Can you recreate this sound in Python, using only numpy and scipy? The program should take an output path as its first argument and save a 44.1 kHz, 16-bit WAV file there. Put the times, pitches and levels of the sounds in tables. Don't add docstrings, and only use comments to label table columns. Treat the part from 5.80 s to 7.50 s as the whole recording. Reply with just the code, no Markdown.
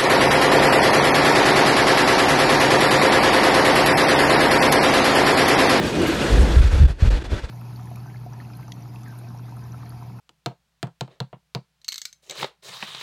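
import sys
import numpy as np
from scipy import signal
from scipy.io import wavfile
from scipy.ndimage import uniform_filter1d

SR = 44100
rng = np.random.default_rng(int(sys.argv[2]) if len(sys.argv) > 2 else 0)


def wav_out(sig):
    wavfile.write(sys.argv[1], SR, np.round(np.clip(np.atleast_2d(sig).T, -1, 1) * 32767).astype(np.int16))


N = 74970
TIME = np.arange(N) / SR


def from_db(db):
    return 10 ** (np.asarray(db) / 20)


def rms_one(x):
    return x / np.sqrt(np.mean(x ** 2) + 1e-20)


def in_time(rows):
    s, *columns = np.transpose(rows)
    return [np.interp(TIME, s, column) for column in columns]


def swell(s, length):
    return np.exp(-((TIME - s) / (length / 2)) ** 2)


def drift(rate_hz):
    step = 40
    pole = np.exp(-2 * np.pi * rate_hz * step / SR)
    noise = rng.standard_normal(N // step + 2002)
    slow = signal.lfilter([1], [1, -2 * pole, pole * pole], noise)[2000:]
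    return np.interp(np.arange(N) / step, np.arange(len(slow)), rms_one(slow))


def bandpass(x, low_hz, high_hz, order):
    return signal.sosfilt(signal.butter(order, [low_hz, high_hz], "band", fs=SR, output="sos"), x)


def resonant_noise(hz, width_hz):
    r = np.exp(-np.pi * width_hz / SR)
    x = rng.standard_normal(N + SR // 2)
    for _ in range(2):
        x = signal.lfilter([1, 0, -1], [1, -2 * r * np.cos(2 * np.pi * hz / SR), r * r], x)
    return rms_one(x[-N:])


def banded_noise(spectrum, shared_db, own_db, rate_hz, tilt_db=0):
    hz, db = np.transpose(spectrum)
    edges = 32 * 2 ** np.arange(0, 9.3, 1 / 4)
    together = drift(rate_hz)
    white = rng.standard_normal((2, N + SR // 4))
    out = 0
    for k, (low, high) in enumerate(zip(edges, edges[1:])):
        band = bandpass(white[k % 2], low, high, 2)[-N:]
        centre = np.sqrt(low * high)
        octaves_above_5k = max(np.log2(centre / 5000), 0)
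        level_db = np.interp(np.log(centre), np.log(hz), db) + tilt_db * octaves_above_5k
        flicker_db = shared_db * together + own_db * drift(rate_hz)
        out = out + from_db(level_db + flicker_db) * band
    return rms_one(out)


# (t/s, rail roar level/dB, tank drone level/dB)
TRAIN_LEVELS = [(0, -31, -23.5), (.07, -27, -22), (.15, -29.5, -23), (.21, -28, -21.5), (.27, -26, -19.5),
                (.33, -26, -21), (.375, -27, -25), (.415, -25.5, -20), (.46, -24, -23), (.53, -26.5, -21.5),
                (.6, -28, -21.5), (.72, -29, -23.5), (.85, -31.5, -30), (.99, -32.5, -30.5),
                (1.1, -39, -38), (1.21, -36.5, -34.5), (1.265, -33, -32), (1.34, -33.5, -30.5),
                (1.45, -36.5, -35), (1.54, -35, -33.5), (1.7, -41, -39.5)]


def passing_levels_db():
    return in_time(TRAIN_LEVELS)


# (f/Hz, relative level per Hz/dB)
ROAR_SPECTRUM = [(290, -22), (500, -0.5), (700, -7.5), (910, -7.5), (1180, -9.5), (1580, -6), (2200, -11.5),
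                 (2800, -11.5), (3840, -14.5), (4900, -18.5), (6000, -20), (8000, -24.5), (11400, -29.5),
                 (13000, -40.5), (15500, -58)]
# (t/s, tilt above 5 kHz/dB per octave)
TREBLE_TILT = [(0, -1), (.6, -1.6), (.9, -1.4), (1.1, -1), (1.3, -5), (1.7, -4)]


def rail_roar(level_db, dip_db):
    tilt_db = in_time(TREBLE_TILT)[0]
    rolling = banded_noise(ROAR_SPECTRUM, shared_db=0.71, own_db=1.12, rate_hz=25.0, tilt_db=tilt_db)
    return from_db(level_db + dip_db) * (rolling + wheels())


# (f/Hz, mean level against the roar/dB)
WHEEL_RESONANCES = [(500, -14), (894, -20), (1335, -19), (1590, -22.5), (1886, -23), (2255, -23),
                    (2480, -18.5), (2900, -45), (3430, -17.5), (3630, -25), (4150, -24), (4455, -23)]
WHEEL_WIDTH_HZ, WHEEL_FLICKER_DB = 65, 3


def wheels():
    return sum(from_db(db + WHEEL_FLICKER_DB * drift(1.8)) * resonant_noise(hz, WHEEL_WIDTH_HZ)
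               for hz, db in WHEEL_RESONANCES)


# (f/Hz, relative level per Hz/dB)
DRONE_SPECTRUM = [(24, -56), (40, -34), (59, -5.5), (81, -7.5), (97, -12), (199, -7), (339, -7),
                  (417, -10.5), (900, -24), (1170, -29), (1980, -120)]
DRONE_DROP_SHARE = .8


def tank_drone(level_db, dip_db):
    hum = banded_noise(DRONE_SPECTRUM, shared_db=2.0, own_db=0.17, rate_hz=5.4)
    return from_db(level_db + DRONE_DROP_SHARE * dip_db) * hum


# (centre t/s, centre f/Hz, level/dB, length/s)
RATTLE_BURSTS = [(.068, 10000, -43, .012), (0.157, 8800, -42, 0.014), (.22, 9700, -41, .01),
                 (.281, 10800, -39.5, 0.031), (0.283, 8000, -41, .025), (.328, 11500, -50, .01),
                 (0.35, 11500, -46, .014), (.434, 9000, -52, .03), (0.612, 8400, -41.5, 0.048)]
RATTLE_WIDTH_HZ, RATTLE_CLICKS_PER_S = 3600, 7000


def rattles():
    clicks = rng.standard_normal(N) * (rng.random(N) < RATTLE_CLICKS_PER_S / SR)
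    half = RATTLE_WIDTH_HZ / 2
    out = 0
    for s, hz, db, length in RATTLE_BURSTS:
        chatter = rms_one(bandpass(clicks, hz - half, hz + half, 3))
        out = out + from_db(db) * swell(s, length) * chatter
    return out


# (centre t/s, f/Hz, resonance width/Hz, level/dB, length/s)
METAL_RINGS = [(0.076, 4550, 60, -36.5, .024), (0.213, 2897, 60, -38, 0.048),
               (0.194, 5950, 300, -42, 0.024), (0.212, 343.4, 14, -19, 0.032), (0.294, 339, 27, -23, 0.066),
               (0.263, 2090, 69, -23.5, 0.0095), (.265, 2820, 160, -30.5, 0.015),
               (0.288, 1580, 130, -33, 0.025), (0.423, 2830, 140, -30, 0.016),
               (0.433, 272, 14, -29.5, 0.056), (0.453, 337, 31, -23, 0.025), (.475, 6000, 230, -43, .012),
               (.553, 234, 9.3, -35, 0.035)]
RING_WAVER = .3


def rings():
    out = 0
    for s, hz, width_hz, db, length in METAL_RINGS:
        tone = resonant_noise(hz, width_hz)
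        strength = np.abs(signal.hilbert(tone))
        steady = rms_one(tone / (strength + RING_WAVER))
        out = out + from_db(db) * steady * swell(s, length)
    return out


# (t/s, level/dB)
GUST_LEVELS = [(0.44, -36), (0.464, -44), (0.53, -8.5), (0.568, -17), (0.59, -6), (0.626, -11.5),
               (0.674, -18), (0.738, -17.5), (0.775, -12), (0.803, -4), (0.828, -28), (0.846, -7.5),
               (0.912, -20.5), (0.944, -9), (0.968, -18.5), (0.994, -8), (1.05, -3), (1.084, -28),
               (1.106, -14.5), (1.134, -32), (1.158, -34), (1.194, -44), (1.214, -22), (1.236, -22),
               (1.256, -12), (1.27, -6.5), (1.31, -19), (1.33, -8.5), (1.356, -20), (1.39, -26),
               (1.405, -24.5), (1.42, -39), (1.435, -28), (1.455, -33), (1.478, -25), (1.498, -45),
               (1.524, -16), (1.542, -17.5), (1.565, -29), (1.604, -53), (1.64, -20), (1.66, -38),
               (1.684, -44), (1.7, -42)]
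# (t/s, f/Hz)
SWING_RATES = [(.5, 47.68), (.54, 56.4), (.56, 48), (.59, 55.3), (.62, 67.4), (.68, 41.6), (.71, 65.6),
               (.77, 62.4), (.8, 49.2), (.84, 68.7), (.9, 45.3), (.94, 78.8), (.99, 60.3), (1.02, 79.1),
               (1.07, 61.3), (1.12, 49.54), (1.2, 85), (1.24, 65.5), (1.28, 42.7), (1.32, 61.76),
               (1.34, 49.5), (1.38, 65.9), (1.46, 44.3), (1.5, 62.3), (1.55, 58.2), (1.65, 55.5)]
GUST_WANDER, GUST_SKEW = 0.098, 0.19
FLUTTER_DB, FLUTTER_HZ = -15, 95.4
UNDERTOW_DB, UNDERTOW_HZ = -3, 39.6
EVEN_S = 0.0343


def wind():
    lead_in = [(0, -62), (.4, -72)]
    level_db = in_time(lead_in + list(GUST_LEVELS))[0]
    hz = in_time(SWING_RATES)[0] * np.exp(GUST_WANDER * drift(30.2))
    phase = np.cumsum(2 * np.pi * hz / SR) + rng.uniform(0, 2 * np.pi)
    swing = rms_one(np.sin(phase) + GUST_SKEW * np.cos(2 * phase))
    flutter = from_db(FLUTTER_DB) * resonant_noise(FLUTTER_HZ, width_hz=71)
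    undertow = from_db(UNDERTOW_DB) * resonant_noise(UNDERTOW_HZ, width_hz=16.0)
    mix = swing + flutter + undertow
    local_power = uniform_filter1d(mix ** 2, int(EVEN_S * SR))
    return from_db(level_db) * mix / np.sqrt(local_power + 0.066)


# (onset t/s, starting level before decay and softening/dB, f/Hz)
AIR_SLAPS = [(0.763, 1, 63.7), (1.223, 2, 72.7)]
SLAP_T60_S, SLAP_SOFT_HZ = .075, 220


def slaps():
    kicks = 0
    for s, db, hz in AIR_SLAPS:
        after = np.maximum(TIME - s, 0)
        kicks = kicks + from_db(db - 60 * after / SLAP_T60_S) * np.sin(2 * np.pi * hz * after)
    return signal.sosfilt(signal.butter(2, SLAP_SOFT_HZ, fs=SR, output="sos"), kicks)


# (centre t/s, depth before edge rounding/dB, length/s)
ROAR_DROPOUTS = [(0.811, 5, 0.008), (0.896, 6.5, 0.023), (1.044, 9, 0.0059), (1.071, 12.5, 0.011),
                 (1.16, 17, 0.063), (1.298, 30.5, 0.0064), (1.404, 7, 0.031), (1.435, 17.5, 0.0099),
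                 (1.486, 11.5, 0.032), (1.619, 7.5, 0.036), (1.675, 9.5, 0.032)]
DROP_EDGE_S = .002
DROP_FALL, DROP_RECOVERY = .15, .18


def dropouts_db():
    dip_db = 0
    for s, depth_db, length in ROAR_DROPOUTS:
        fall = np.tanh((TIME - s + length / 2) / (DROP_EDGE_S + DROP_FALL * length))
        recovery = np.tanh((TIME - s - length / 2) / (DROP_EDGE_S + DROP_RECOVERY * length))
        dip_db = dip_db - depth_db * .5 * (fall - recovery)
    return dip_db


def scene():
    roar_db, drone_db = passing_levels_db()
    dip_db = dropouts_db()
    train = rail_roar(roar_db, dip_db) + tank_drone(drone_db, dip_db) + rattles() + rings()
    return (train + wind() + slaps())[None]


LOW_CUT_HZ, CUTOFF_HZ = 26.8, 15720


def record(dry):
    x = signal.sosfilt(signal.butter(4, LOW_CUT_HZ, "high", fs=SR, output="sos"), dry)
    rounded = 1.3 * np.tanh(x / 1.3)
    return signal.sosfilt(signal.ellip(12, .5, 70, CUTOFF_HZ, fs=SR, output="sos"), rounded)


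dry = scene()
out = record(dry)
wav_out(out)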